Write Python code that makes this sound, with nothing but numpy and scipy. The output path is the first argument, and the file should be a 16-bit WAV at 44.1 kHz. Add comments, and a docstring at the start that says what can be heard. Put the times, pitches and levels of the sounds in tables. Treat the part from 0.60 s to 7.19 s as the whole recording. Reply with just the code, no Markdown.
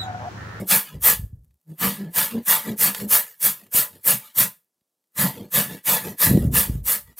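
"""A carrot on a steel box grater, held down on a wooden board in a quiet kitchen, close to the microphone.
Each forward stroke tears a dense shower of tiny crisp snaps that ring the sheet steel and boom in the box;
on the way back the carrot slides and judders over the blunt side of the teeth. Shreds flick free and
settle, and twice there is a dull handling rumble. Board, bowl and walls return short echoes."""
import sys
import numpy as np
from scipy import signal
from scipy.fft import rfft, irfft, next_fast_len
from scipy.io import wavfile
from scipy.ndimage import uniform_filter1d

SR = 44100
rng = np.random.default_rng(int(sys.argv[2]) if len(sys.argv) > 2 else 0)


def to_wav(sig):
    """Store sig (one row per channel, or 1-D mono) as 16-bit WAV at the path in sys.argv[1].

    Samples outside -1..1 are clipped; the rate is SR.
    """
    pcm = np.clip(np.atleast_2d(sig), -1, 1) * 32767
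    pcm = np.round(pcm).astype(np.int16)
    wavfile.write(sys.argv[1], SR, pcm.T)  # frames by channels


N = 290619
TIME = np.arange(N) / SR


def amp(db):
    """Decibels to gain."""
    return 10 ** (np.asarray(db) / 20)


def unit(x):
    """Scales to rms 1."""
    return x / np.sqrt(np.mean(x ** 2) + 1e-20)


def add(mix, s, sound):
    """Mixes a sound in at time s."""
    part = mix[max(round(s * SR), 0):][:len(sound)]
    part += sound[:len(part)]


def through(x, taps):
    """Passes a signal through an impulse response scaled to energy 1."""
    return signal.oaconvolve(x, taps / np.linalg.norm(taps))[:N]


def wander(hz):
    """Random drift of rms 1 that changes up to about hz times a second."""
    size = next_fast_len(N, True)
    rolloff = 1 + (np.fft.rfftfreq(size, 1 / SR) / hz) ** 4
    return unit(irfft(rfft(rng.standard_normal(size)) / rolloff, size)[:N])


def snaps(per_s, spread_db, clump_db, clump_hz):
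    """Tiny breaks of uneven size that come in clumps; rms 1."""
    size = amp(spread_db * np.minimum(rng.exponential(1, N), 4)) * rng.choice([-1, 1], N)
    breaks = rng.random(N) < per_s / SR
    return unit(size * breaks * amp(clump_db * wander(clump_hz)))


# resonances of the grater: f/Hz, width/Hz, lift/dB
GRATER_MODES = [(194.8, 46, 9), (266, 17, 3), (364.4, 6.3, 1), (475.3, 28, 7), (573.5, 50, -3),
                (581.4, 21, 10), (882, 25, 11), (937, 20, 8.5), (1013, 21, 10), (1220, 17, 1.5),
                (1353, 59, 2), (1410, 170, -1), (1665, 46, 10.5), (1729, 65, 11), (1930, 49, 4.5),
                (1964, 120, 4.5), (2332, 60, 1), (2820, 48, 4), (3420, 70, 0), (3430, 130, 3),
                (3980, 33, -8.5), (4140, 29, 2.5), (4840, 220, 2)]
def coloured(x, spectrum, ring=0, size=8192):
    """Filters x by a spectrum, with the grater's resonances standing out by the share ring."""
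    hz = np.fft.rfftfreq(size, 1 / SR)
    corner_hz, corner_db = np.transpose(spectrum)
    db = np.interp(np.log(hz + 1), np.log(corner_hz), corner_db)
    db += ring * sum(lift / (1 + (2 * (hz - mode) / width) ** 2) for mode, width, lift in GRATER_MODES)
    cepstrum = irfft(np.log(amp(db)))
    cepstrum[1:size // 2] *= 2  # minimum phase: the ringing follows the hit
    cepstrum[size // 2 + 1:] = 0
    return through(x, irfft(np.exp(rfft(cepstrum)))[:size // 2])


# spectrum of the still kitchen: f/Hz, level/dB
AIR_SPECTRUM = [(25, -17.5), (100, -11.5), (200, 1.5), (600, -1.5), (2000, -15), (6000, -9), (13000, -8),
                (16000, -17)]
def room_tone(level_db=-83):
    """The nearly silent room around the microphone: a faint, steady noise."""
    return amp(level_db) * coloured(rng.standard_normal(N), AIR_SPECTRUM)


def reverberation(x, t60=.35, wet_db=-33, top_hz=1500):
    """The kitchen's faint, dull tail, which outlasts the first echoes."""
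    t = np.arange(SR * 3 // 4) / SR
    tail = rng.standard_normal(len(t)) * amp(-60 * t / t60)
    dull = signal.sosfilt(signal.butter(2, top_hz, fs=SR, output="sos"), x)
    return amp(wet_db) * through(dull, tail)


def with_echoes(x, t60=0.24, wet_db=-13, first_s=.002, per_s=3000):
    """The direct sound, plus a short spray of echoes off the board, bowl and walls."""
    t = np.arange(SR // 3) / SR
    echoes = rng.standard_normal(len(t)) * (rng.random(len(t)) < per_s / SR)
    echoes *= amp(-60 * t / t60) * (t > first_s)
    return (x + amp(wet_db) * through(x, echoes)) / np.hypot(1, amp(wet_db))


def even_noise(spectrum, window_s=0.032):
    """Coloured noise whose strength is held even over spans longer than the window."""
    noise = coloured(rng.standard_normal(N), spectrum)
    return noise / np.sqrt(uniform_filter1d(noise ** 2, int(window_s * SR)) + 1e-9)


# spectra of the deep rumble and of the rustle above it: f/Hz, level/dB
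DEEP_SPECTRUM = [(18, -31.5), (35, -14.5), (55, 7), (80, 1), (120, -2.5), (180, -18.5), (400, -52.5)]
RUSTLE_SPECTRUM = [(70, -21.5), (140, 1.5), (220, -2.5), (320, -12.5), (450, -14.5), (700, -25.5),
                   (1500, -57.5)]
# two spells of handling rumble, a list each: t/s, deep level/dB, rustle level/dB
RUMBLE_SPELLS = [
    [(0.32, -69, -44), (0.346, -35, -73), (0.526, -45, -56), (0.568, -37, -54), (0.648, -30, -46),
     (0.686, -51, -66.5), (0.724, -39.5, -57), (0.958, -65, -83.5), (0.99, -91, -100)],
    [(5.64, -47, -33), (5.68, -24, -21), (5.76, -32, -12.5), (5.796, -21.5, -23), (5.99, -28, -28),
     (6.046, -47, -56), (6.09, -25, -30.5), (6.214, -29.5, -47.5), (6.346, -62, -55), (6.452, -52.5, -81),
     (6.498, -51, -49), (6.56, -78, -75)],
]
# dull bumps: t/s, level/dB, f/Hz
BUMPS = [(0.593, -21, 96), (0.634, -19, 65), (0.729, -24, 65), (1.272, -21.5, 150), (3.146, -22, 170),
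         (3.805, -22.5, 194), (4.215, -66, 171.5), (5.671, -8.5, 138), (5.711, -4, 163), (5.748, 0, 154),
         (5.774, 0, 225), (5.848, -9.5, 140), (5.872, -4.5, 98), (6.095, -13, 134), (6.152, -14.5, 110)]
def handling(rise_cycles=0.4, bump_gain_db=-1, deep_gain_db=-1.5, rustle_gain_db=-3, top_hz=900):
    """Handling noise: round, quickly damped bumps over a low rumble."""
    deep, rustle, out = even_noise(DEEP_SPECTRUM), even_noise(RUSTLE_SPECTRUM), np.zeros(N)
    for spell in RUMBLE_SPELLS:
        s, deep_db, rustle_db = np.transpose(spell)
        out += deep * amp(np.interp(TIME, s, deep_db + deep_gain_db, left=-120, right=-120))
        out += rustle * amp(np.interp(TIME, s, rustle_db + rustle_gain_db, left=-120, right=-120))
    t = np.arange(SR // 10) / SR
    for s, db, hz in BUMPS:
        age = hz * t / rise_cycles  # 1 at the height of the bump
        swell = (age * np.exp(1 - age)) ** 3
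        add(out, s, amp(db + bump_gain_db) * swell * np.sin(2 * np.pi * hz * t))
    return signal.sosfilt(signal.butter(2, top_hz, fs=SR, output="sos"), out)


# spectrum of snapping carrot, heard close: f/Hz, level/dB
FLESH_SPECTRUM = [(2500, -64), (5500, -13.5), (7000, -10.5), (9200, -4.5), (11000, -2), (12500, 1),
                  (13600, 1.5), (14800, -0.5), (15800, -12)]
def flesh(force, ring=0):
    """Crisp flesh breaks with a sound that lies high in the treble."""
    return coloured(force, FLESH_SPECTRUM, ring)


# spectrum of the sheet steel: f/Hz, level/dB
STEEL_SPECTRUM = [(200, -30.5), (380, -15), (500, 1), (800, -1.5), (1200, 5), (1500, 0.5), (2200, 1.5),
                  (3400, 1.5), (4600, 0), (5500, -9.5), (7500, -8.5), (12000, -38)]
def steel(force, ring):
    """The grater's sheet answers a force with a midrange rasp."""
    return coloured(force, STEEL_SPECTRUM, ring)


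# spectrum of carrot rubbing on the teeth: f/Hz, level/dB
RUB_SPECTRUM = [(40, -23.5), (120, -2), (200, -3), (280, -5), (370, -5), (520, -8), (800, -18.5),
                (1600, -49.5)]
def rubbing(force, ring):
    """Friction on the blunt side of the teeth sounds low and hollow."""
    return coloured(force, RUB_SPECTRUM, ring)


def shreds(level_db=-75, steel_db=-15, settle_db_per_s=2.9):
    """Loose wet shreds settle with a faint, fine crackle that slowly dies down."""
    ticks = snaps(per_s=220, spread_db=4.5, clump_db=3.5, clump_hz=14)
    ticks *= amp(level_db - settle_db_per_s * TIME)
    return flesh(ticks) + amp(steel_db) * steel(ticks, ring=0.86)


# a piece catches on a tooth and flicks free: t/s, level/dB
TOOTH_CATCHES = [(.111, -10.5), (.908, -61), (1.584, -9.5), (1.71, -27), (2.347, -14.5), (2.383, -35),
                 (2.4, -23), (3.066, -44), (4.21, -68), (4.44, -67), (5.157, -38), (5.483, -28),
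                 (5.775, -33)]
def catches(decay_s=.0045):
    """Single shreds crack off and flick the steel."""
    force, t = np.zeros(N), np.arange(SR // 20) / SR
    for s, db in TOOTH_CATCHES:
        add(force, s, amp(db) * np.exp(-t / decay_s) * rng.standard_normal(len(t)) / np.pi)
    return steel(force, ring=0.36) + flesh(force)


# judders on the way back: middle t/s, level/dB, roughness (0 clean, 1 or more all rubbing)
STICK_SLIPS = [(.011, -28.5, 0.7), (.365, -37, 0.54), (1.116, -35, 0.23), (1.418, -27, 0.24),
               (1.477, -33.5, 0.4), (1.769, -22.5, 0.42), (2.106, -24.5, 0.6), (2.442, -26, 0.49),
               (3.044, -55, 1), (3.352, -51.5, .9), (4.805, -36.5, 1.06), (5.126, -35, 0.92),
               (5.484, -28, 0.83)]
def juddering(slip_hz=194.2, rise_per_db=0.03, jitter=.04, overtone=0.17, gain_db=-1):
    """Stick and slip near the box's lowest resonance: a short hollow note that breaks up into rubbing."""
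    friction = snaps(per_s=2000, spread_db=0.8, clump_db=3.0, clump_hz=90)
    rub = unit(rubbing(friction, ring=0.93))
    drift, out = wander(55), np.zeros(N)
    for s, db, rough in STICK_SLIPS:
        half_s = 0.017 + 0.019 * rough  # rough judders last longer
        hz = slip_hz * np.exp(rise_per_db * (db + 28))  # the slips quicken under more force
        on = abs(TIME - s) < 4 * half_s
        rough = np.clip(rough, 0, 1)
        phase = 2 * np.pi * np.cumsum(hz * np.exp(jitter * (0.32 + rough) * drift[on])) / SR
        note = unit(np.sin(phase) + overtone * np.sin(2 * phase))
        swell = np.exp(-.5 * ((TIME[on] - s) / half_s) ** 2)
        out[on] += amp(db + gain_db) * swell * (np.sqrt(1 - rough ** 2) * note + rough * rub[on])
    return out


def damping(x, depth_db, width_hz, hold_s):
    """The wet carrot travels over the sheet, damping some of its many resonances and freeing others."""
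    hz, t, spectra = signal.stft(x, SR, nperseg=1024, noverlap=768)
    across, along = np.fft.fftfreq(len(hz), hz[1])[:, None], np.fft.fftfreq(len(t), t[1])
    smooth = np.exp(-np.pi * ((across * width_hz) ** 2 + (along * hold_s) ** 2))
    patches = unit(np.fft.ifft2(np.fft.fft2(rng.standard_normal(spectra.shape)) * smooth).real)
    spectra *= amp(depth_db * 2 * np.tanh(patches / 2))
    return unit(signal.istft(spectra, SR, nperseg=1024, noverlap=768)[1][:N])


TURN_AHEAD_S = 0.044
def hand_motion(dip_db=7, half_s=0.0092):
    """A gain that dips for a moment as the hand turns round just before each stroke."""
    turns = np.array([s for s, *_ in CUTS]) - TURN_AHEAD_S
    nearest = turns[np.searchsorted((turns[1:] + turns[:-1]) / 2, TIME)]
    return amp(-dip_db * np.exp(-((TIME - nearest) / half_s) ** 2))


# the carrot slides back: middle t/s, steel scrape level/dB, wet hiss level/dB, singing f/Hz
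BACK_STROKES = [(-.01, -40.5, -44, 4240), (.262, -43.5, -47.5, 2960), (1.117, -66, -59, 1400),
                (1.375, -47.5, -59, 1700), (1.725, -42.5, -53, 2660), (2.077, -37.5, -37.5, 1930),
                (2.387, -35.5, -30, 4440), (2.664, -48.5, -44, 1830), (3.0, -54, -51, 2760),
                (3.348, -55, -52, 4630), (3.653, -44.5, -46.5, 2300), (4.76, -45, -48.5, 3140),
                (5.11, -39.5, -39.5, 3560), (5.45, -37, -34.5, 1860), (5.79, -43, -38, 1920),
                (6.09, -50.5, -44, 2330), (6.497, -57, -57.5, 1950)]
def sliding(moving, hiss_gain_db=-2, scrape_gain_db=-4, sing_db=8, sing_width_hz=120, rub_db=-12):
    """The carrot ticks and rubs back over the teeth; each time the steel sings faintly at another pitch."""
    ticks = snaps(per_s=1800, spread_db=-0.5, clump_db=1.5, clump_hz=89.4)
    ticks = damping(ticks, depth_db=7.5, width_hz=110, hold_s=.025)
    hiss = flesh(ticks * moving)
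    sheet = steel(ticks * moving ** .1, ring=1)  # barely dips at the turns
    rub = amp(rub_db) * rubbing(ticks, ring=1)
    out = np.zeros(N)
    for s, scrape_db, hiss_db, hz in BACK_STROKES:
        next_turn = min(start for start, *_ in CUTS if start > s) - TURN_AHEAD_S
        half_s = 0.44 * (next_turn - s)
        on = abs(TIME - s) < 4 * half_s
        singing = signal.lfilter(*signal.iirpeak(hz, hz / sing_width_hz, fs=SR), sheet[on])
        scrape = sheet[on] + (amp(sing_db) - 1) * singing + rub[on]
        swell = np.exp(-.5 * ((TIME[on] - s) / half_s) ** 2)
        out[on] += swell * amp(hiss_db + hiss_gain_db) * hiss[on]
        out[on] += swell * amp(scrape_db + scrape_gain_db) * scrape
    return out


# lift of the snaps against the steel rasp: t/s, level/dB
SNAP_LIFT = [(.1, 6.5), (.5, 7), (1.25, 2), (2.8, 9), (3.8, 7.5), (4.6, 4), (5.3, 5), (6.3, 8)]
def crispness(s):
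    """The lift in dB at time s: after each pause the carrot cuts dully, then more crisply."""
    return np.interp(s, *np.transpose(SNAP_LIFT))


def pressure(levels_db, lag_s):
    """Force of the strokes: the teeth bite in fast, cut on, and let go as the hand slows."""
    power, gaps = np.zeros(N), np.diff([s for s, *_ in CUTS])
    before_pause = np.append(gaps > 2 * np.median(gaps), False)
    for (s, length, *_), db, lifts_off in zip(CUTS, levels_db, before_pause):
        bite_s = 0.012 * np.exp(-4.5 * length)  # the teeth take hold faster in a long cut
        fade_s = 0.053 * np.exp(-5.18 * length - 0.08 * crispness(s))  # long, crisp cuts end abruptly
        if lifts_off:
            fade_s *= .78  # the carrot leaves the steel
        on = slice(*np.searchsorted(TIME, [s - .1, s + .5]))
        t = TIME[on] - s - lag_s
        bite = np.logaddexp(0, -t / bite_s)
        release = np.logaddexp(0, (t - length) / fade_s)
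        power[on] += (amp(db) * np.exp(-bite - release)) ** 2
    return np.sqrt(power)


# spectrum of the hollow box: f/Hz, level/dB
BOX_SPECTRUM = [(30, -22.5), (60, -19), (100, -12), (150, 2.5), (200, -2), (250, -6.5), (340, -13),
                (450, -15.5), (700, -15), (1500, -71.5)]
# forward strokes, about three a second: t/s, length/s, force level/dB, box boom level/dB
CUTS = [(0.102, 0.055, -18, -31), (0.442, 0.079, -20.5, -34.5), (1.217, 0.029, -19, -18.5),
        (1.57, 0.013, -15, -25), (1.891, 0.016, -13, -29.5), (2.2, 0.073, -22, -29),
        (2.513, 0.057, -19.5, -36), (2.834, 0.041, -21, -35.5), (3.147, 0.065, -23.5, -34.5),
        (3.471, 0.042, -19.5, -26.5), (3.783, 0.046, -20.5, -28.5), (4.583, 0.071, -24, -23.5),
        (4.942, 0.058, -20.5, -22.5), (5.266, .098, -24, -27), (5.61, 0.057, -19, -30),
        (5.949, 0.064, -22, -30.5), (6.27, 0.08, -27.5, -44.5), (6.6, 0.083, -29.5, -43)]
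def cutting(snap_gain_db=2.5, rasp_gain_db=-1, boom_gain_db=-1):
    """Close to the microphone, flesh snaps on the teeth, shaking the steel and then the whole box."""
    starts, _, force_db, boom_db = np.transpose(CUTS)
    snap_db = force_db + crispness(starts)
    tearing = snaps(per_s=16000, spread_db=2.0, clump_db=1.0, clump_hz=260.8)
    tearing = damping(tearing, depth_db=5.0, width_hz=110, hold_s=0.013)
    tugging = snaps(per_s=5500, spread_db=3.0, clump_db=-1.0, clump_hz=180)
    tugging = damping(tugging, depth_db=4.0, width_hz=210, hold_s=0.054)
    shaking = unit(tugging + 0.48 * tearing)
    crisp = flesh(tearing * pressure(snap_db + snap_gain_db, lag_s=0), ring=0.98)
    rasp = steel(shaking * pressure(force_db + rasp_gain_db, lag_s=0.005), ring=0.87)
    boom = coloured(tugging * pressure(boom_db + boom_gain_db, lag_s=0.0069), BOX_SPECTRUM, ring=0.87)
    return crisp + rasp + boom


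def scene():
    """The grater up close, handling noise and the quiet kitchen behind, the same in both channels."""
    moving = hand_motion()
    grater = cutting() * moving + sliding(moving) + catches() + shreds()
    air = room_tone()
    sound = with_echoes(grater) + reverberation(grater) + juddering() + handling() + air
    return np.array([sound, sound])


def record(dry, low_cut_hz=43, ceiling=.92, top_hz=15850):
    """The microphone sheds the deepest bass and rounds the highest peaks; then a steep band limit."""
    lean = signal.sosfilt(signal.butter(3, low_cut_hz, "highpass", fs=SR, output="sos"), dry)
    rounded = lean / (1 + (lean / ceiling) ** 6) ** (1 / 6)
    band_limit = signal.firwin(601, top_hz, window=("kaiser", 9), fs=SR)
    return signal.oaconvolve(rounded, band_limit[None], "same")


dry = scene()
out = record(dry)
to_wav(out)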